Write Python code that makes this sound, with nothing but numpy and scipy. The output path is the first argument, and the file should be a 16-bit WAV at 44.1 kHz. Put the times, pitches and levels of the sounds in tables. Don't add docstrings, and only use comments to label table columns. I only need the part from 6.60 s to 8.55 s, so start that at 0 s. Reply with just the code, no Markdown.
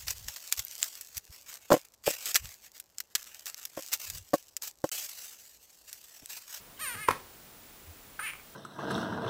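import sys
import numpy as np
from scipy import signal
from scipy.fft import rfft, irfft
from scipy.io import wavfile
from scipy.ndimage import uniform_filter1d

SR = 44100
rng = np.random.default_rng(int(sys.argv[2]) if len(sys.argv) > 2 else 0)


def wrap_up_sound(samples):
    columns = np.atleast_2d(samples).T
    tamed = np.clip(columns, -1, 1)
    steps = np.round(tamed * 32767).astype(np.int16)
    wavfile.write(sys.argv[1], SR, steps)


N = 85995
T = np.arange(N) / SR

# freq_hz, gain_db
HISS_EQ = [(15, -43), (25, -2), (228, -5), (413, -6.5), (652, -8), (6450, -16), (12700, -16), (14500, -15),
           (15700, -15)]
# freq_hz, t60_s
ROOM_DECAY = [(100, 0.41), (500, 0.41), (1200, 0.26), (3000, 0.37), (9000, 0.33), (16000, 0.12)]
# centre_s, spread_s, pitch_hz, level_db
FLOOR_BUMPS = [(0.365, 0.014, 104, -46.5), (0.407, 0.022, 151, -52.5), (1.298, 0.031, 83, -45)]
# freq_hz, gain_db
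SCUFF_EQ = [(60, -3), (150, -2.5), (500, -5), (900, -9), (3000, -42), (16000, -77)]
# start_s, blow_db, splat_db
BODY_BLOWS = [(.4834, -35, -40), (.4853, -13, -32), (.4863, -8.2, -24), (.4883, -9.5, -25.5),
              (.5073, -18, -28), (.5082, -20, -32), (.5111, -19.5, -27), (.512, -25, -31)]
# freq_hz, gain_db, t60_s
PANEL_MODES = [(106, -33.5, 0.2), (154, -31, 0.18), (275, -21, 0.028), (497, -10.5, 0.024),
               (576, -12, 0.018), (940, -24, 0.057), (1054, 4.5, 0.0072), (1086.6, -29.5, 0.12),
               (1265, -7.5, 0.014), (1682, -16, .032), (2133, -19.5, 0.027), (2476, -25.5, 0.062)]
# freq_hz, gain_db
SPLAT_EQ = [(200, 7), (1500, 12), (3500, 2), (6000, 1.5), (8000, -4.5), (10000, 1), (13000, -4.5),
            (16000, -6)]
# freq_hz, gain_db
MOUTH_EQ = [(300, -18), (650, -17.5), (1000, 1), (1600, 0), (2450, 0.5), (3000, 2), (3800, -9.5),
            (8000, -28.5)]
# freq_hz, gain_db
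BUZZ_EQ = [(300, -38), (650, -6), (1100, -14.5), (2700, -7), (3700, -4), (4400, 1), (5100, -3.5),
           (6600, -5), (7100, 2), (7500, -9), (8200, 1.5), (10500, -2), (16000, -6)]
# time_s, pitch_hz, voice_db, ring_db, mouth_hz
SQUEAL_CURVE = [(.188, 491, -40, -68, 1500), (.204, 565, -44, -62, 1750), (.216, 638, -41, -45, 1800),
                (.228, 631, -41, -41, 1860), (.24, 614.3, -39.5, -40.5, 1780),
                (.264, 536.4, -39.5, -47, 1880), (.285, 508, -42, -35, 1800), (.302, 484, -40.5, -47, 1600),
                (.338, 465.3, -43.5, -51, 1660), (.356, 393, -40.5, -51, 1600)]
# time_s, pitch_hz, voice_db, ring_db, mouth_hz
WHIMPER_CURVE = [(.353, 378, -53, -49, 1400), (.382, 414.8, -43, -62, 1550),
                 (.418, 435.2, -43, -45.5, 1750), (.44, 419.5, -39, -52, 2143),
                 (.458, 409.4, -50.5, -44, 2220), (.471, 400, -57.5, -52, 2020),
                 (.483, 382, -31, -47, 1800)]
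# time_s, pitch_hz, voice_db, ring_db, mouth_hz
CROAK_CURVE = [(1.593, 437.3, -36.5, -50, 1380), (1.609, 391.9, -45, -42.5, 1420),
               (1.639, 444.8, -37, -47, 1870), (1.655, 432, -36.5, -52, 2120),
               (1.667, 395.2, -37.5, -44.5, 2330), (1.68, 337, -37.5, -42.5, 2250)]
# time_s, pitch_hz, voice_db, ring_db, mouth_hz
CREAK_CURVE = [(1.691, 257.8, -39, -55, 2320), (1.704, 185.3, -39, -53, 2370),
               (1.715, 152.3, -53, -51, 2330), (1.73, 112, -66, -70, 2300)]
# start_s, gain_db
THROAT_SNAPS = [(1.7354, -3.5), (1.741, -16), (1.7542, -8.5), (1.788, -17), (1.7973, -12.5)]

TOP_HZ = 15800


def amp(db):
    return 10 ** (np.asarray(db) / 20)


def unit(x):
    return x / np.sqrt(np.mean(x ** 2) + 1e-20)


def curve_at(points, hz):
    freqs, values = np.transpose(points)
    return np.interp(np.log(hz + 1), np.log(freqs + 1), values)


def add(mix, start_s, sound):
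    part = mix[round(start_s * SR):][:len(sound)]
    part += sound[:len(part)]


def equalise(x, eq):
    size = 8192
    log_gain = np.log(amp(curve_at(eq, abs(np.fft.fftfreq(size, 1 / SR)))))
    response = np.exp(np.conj(signal.hilbert(log_gain)))
    taps = np.fft.ifft(response).real[:size // 2]
    return signal.fftconvolve(x, taps)[:len(x)]


def noise(eq):
    gain = amp(curve_at(eq, np.fft.rfftfreq(N, 1 / SR)))
    return unit(irfft(rfft(rng.standard_normal(N)) * gain, N))


def resonate(x, hz, width_hz):
    carrier = np.exp(2j * np.pi * np.cumsum(hz * np.ones(len(x))) / SR)
    pole = np.exp(-np.pi * width_hz / SR)
    baseband = signal.lfilter([(1 - pole) ** 2], [1, -2 * pole, pole * pole], x / carrier)
    return 2 * (carrier * baseband).real


def smooth(x, size):
    return uniform_filter1d(uniform_filter1d(x, size), size)


def steady(x):
    return x / np.sqrt(abs(smooth(x ** 2, size=400)) + 1e-12)


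def wander(count, size):
    return unit(smooth(rng.standard_normal(count), size))


def noise_band(hz, width_hz):
    return steady(resonate(rng.standard_normal(N), hz, width_hz))


def electrical_bed(tick_hz=30, first_tick_s=0.002, tick_spread_s=0.002, whine_hz=15030, thin_hz=13183.5):
    cycles = (T - first_tick_s) * tick_hz
    flip = np.clip(12 * np.sin(np.pi * cycles), -1, 1)
    whine = amp(-60.5) * flip * np.sin(2 * np.pi * whine_hz * T)
    whine += amp(-69.5) * np.sin(2 * np.pi * thin_hz * T)
    from_tick_s = ((cycles + 0.5) % 1 - 0.5) / tick_hz
    ticks = np.exp(-(from_tick_s / tick_spread_s) ** 2) * noise_band(hz=7600, width_hz=900)
    return amp(-53) * noise(HISS_EQ) + np.sqrt(2) * whine + amp(-58) * ticks


def room(x, wet_db, delay_s):
    t = T[:SR // 2]
    hz, times, spectrum = signal.stft(rng.standard_normal(len(t)), SR, nperseg=256)
    decay = amp(-60 * times / curve_at(ROOM_DECAY, hz)[:, None])
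    fade_in = np.clip(t / delay_s - 1, 0, 1)
    tail = signal.istft(spectrum * decay, SR)[1][:len(t)] * fade_in
    return x + amp(wet_db) * signal.fftconvolve(x, tail / np.linalg.norm(tail))[:N]


def floor_movement(scuff_s=0.361, scuff_spread_s=0.023):
    bumps = sum(amp(db) * np.exp(-((T - s) / spread) ** 2) * np.cos(2 * np.pi * hz * (T - s))
                for s, spread, hz, db in FLOOR_BUMPS)
    scuff = np.exp(-((T - scuff_s) / scuff_spread_s) ** 2) * noise(SCUFF_EQ)
    return bumps + amp(-50) * scuff


def panel_slap(contact_s=0.00045, splat_decay_s=0.0013, low_cut_hz=116):
    knock, splat_envelope = np.zeros(N), np.zeros(N)
    for start_s, blow_db, splat_db in BODY_BLOWS:
        t = np.maximum(T[:N // 2] - start_s, 0)
        ring = sum(amp(db - 60 * t / t60) * np.sin(2 * np.pi * hz * t) for hz, db, t60 in PANEL_MODES)
        attack = 1 - np.exp(-t / contact_s)
        add(knock, 0, amp(blow_db) * attack * ring)
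        add(splat_envelope, 0, amp(splat_db) * attack * np.exp(-t / splat_decay_s))
    knock = signal.sosfilt(signal.butter(3, low_cut_hz, "high", fs=SR, output="sos"), knock)
    knock = room(knock, wet_db=-13, delay_s=0.0023)
    splat = amp(4.5) * splat_envelope * noise(SPLAT_EQ)
    return knock + room(splat, wet_db=-7, delay_s=0.00071)


def chirp(centre_s=0.179, spread_s=0.004, hz=3030, fall_hz_per_s=45000):
    t = T - centre_s
    return amp(-50) * np.exp(-(t / spread_s) ** 2) * np.sin(2 * np.pi * (hz - fall_hz_per_s * t / 2) * t)


def air_pop(start_s=1.5924, attack_s=0.00054, decay_s=0.0093):
    t = np.maximum(T - start_s, 0)
    envelope = np.minimum(t / attack_s, 1) * np.exp(-t / decay_s)
    return amp(-30.5) * envelope * noise_band(hz=1360, width_hz=530)


def throat_snaps():
    clicks = np.zeros(N)
    for start_s, db in THROAT_SNAPS:
        add(clicks, start_s, amp([db]))
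    return resonate(clicks, hz=2170, width_hz=550) + amp(-2) * resonate(clicks, hz=1350, width_hz=810)


def fold_pulses(cycles, hz, clap, open_share=0.49, clap_from_hz=2300):
    pulses = np.zeros(len(hz))
    for k in range(1, int(TOP_HZ / hz.min())):
        opening = np.cos(2 * np.pi * k * cycles)
        clap_gain = clap * np.clip(2 * (k * hz / clap_from_hz - 1), 0, 1)
        closing = clap_gain * np.cos(2 * np.pi * k * (cycles - open_share))
        pulses += (opening - closing) * np.clip((TOP_HZ - k * hz) / hz, 0, 1)
    return steady(pulses)


def cry(curve, mouth_width_hz, ring_glide_hz, jitter, shimmer_db, breath, high_breath,
        sizzle_db, buzz_db, buzz_fade_db, clap, attack_s):
    times, *columns = np.transpose(curve)
    t = np.arange(times[0], times[-1], 1 / SR)
    hz, voice_db, ring_db, mouth_hz = (np.interp(t, times, column) for column in columns)
    progress = np.linspace(0, 1, len(t))
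    ring_hz = np.linspace(*ring_glide_hz, len(t))
    hz *= 1 + jitter * wander(len(t), size=70)
    cycles = np.cumsum(hz) / SR
    folds = fold_pulses(cycles, hz, clap * np.sin(np.pi * progress) ** 2)
    folds *= amp(shimmer_db * wander(len(t), size=60))
    puffs = steady(np.exp(-(cycles % 1) / 0.42) * rng.standard_normal(len(t)))
    mouth_drive, high_drive = folds + breath * puffs, folds + high_breath * puffs
    mouth = steady(equalise(resonate(mouth_drive, mouth_hz, mouth_width_hz), MOUTH_EQ))
    ring = steady(resonate(high_drive, ring_hz, width_hz=580))
    sizzle = steady(resonate(high_drive, 1.39 * ring_hz, width_hz=1600))
    buzz = amp(buzz_db + buzz_fade_db * progress) * steady(equalise(high_drive, BUZZ_EQ))
    voice = amp(voice_db) * (mouth + amp(sizzle_db) * sizzle + buzz) + amp(ring_db) * ring
    fades = np.clip(np.minimum((t - t[0]) / attack_s, (t[-1] - t) / 0.001), 0, 1)
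    track = np.zeros(N)
    add(track, times[0], voice * fades)
    return track


def near_scatter(voice, spread_s=0.0032):
    t = T[:SR // 40]
    scatter = rng.standard_normal(len(t)) * t / spread_s * np.exp(-2 * t / spread_s)
    return voice + amp(-17) * signal.fftconvolve(voice, scatter / np.linalg.norm(scatter))[:N]


def frog():
    squeal = cry(SQUEAL_CURVE, mouth_width_hz=1940, ring_glide_hz=(8820, 9500),
                 jitter=0.009, shimmer_db=0.9, breath=0.061, high_breath=0.36,
                 sizzle_db=-8, buzz_db=-0.5, buzz_fade_db=-7, clap=0.45, attack_s=0.015)
    whimper = cry(WHIMPER_CURVE, mouth_width_hz=1150, ring_glide_hz=(9400, 9060),
                  jitter=0.0062, shimmer_db=-0.8, breath=0.18, high_breath=0.25,
                  sizzle_db=-14, buzz_db=-6.5, buzz_fade_db=-5, clap=0, attack_s=0.004)
    croak = cry(CROAK_CURVE + CREAK_CURVE, mouth_width_hz=1330, ring_glide_hz=(9390, 9600),
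                jitter=0.0064, shimmer_db=-0.5, breath=0.059, high_breath=0.26,
                sizzle_db=-17.5, buzz_db=-11.5, buzz_fade_db=-3.5, clap=0, attack_s=0.0008)
    croak += throat_snaps()
    body_ring = amp(-6) * resonate(croak, hz=2340, width_hz=250)
    voice = chirp() + squeal + whimper + air_pop() + amp(-0.5) * (croak + body_ring)
    return amp(-0.53) * near_scatter(voice)


def scene():
    cries = room(frog(), wet_db=-8.5, delay_s=0.0021)
    return (cries + panel_slap() + floor_movement() + electrical_bed())[None]


def record(dry):
    high_cut = signal.firwin(611, TOP_HZ, window=("kaiser", 9), fs=SR)
    return signal.oaconvolve(dry, high_cut[None], "same")


dry = scene()
out = record(dry)
wrap_up_sound(out)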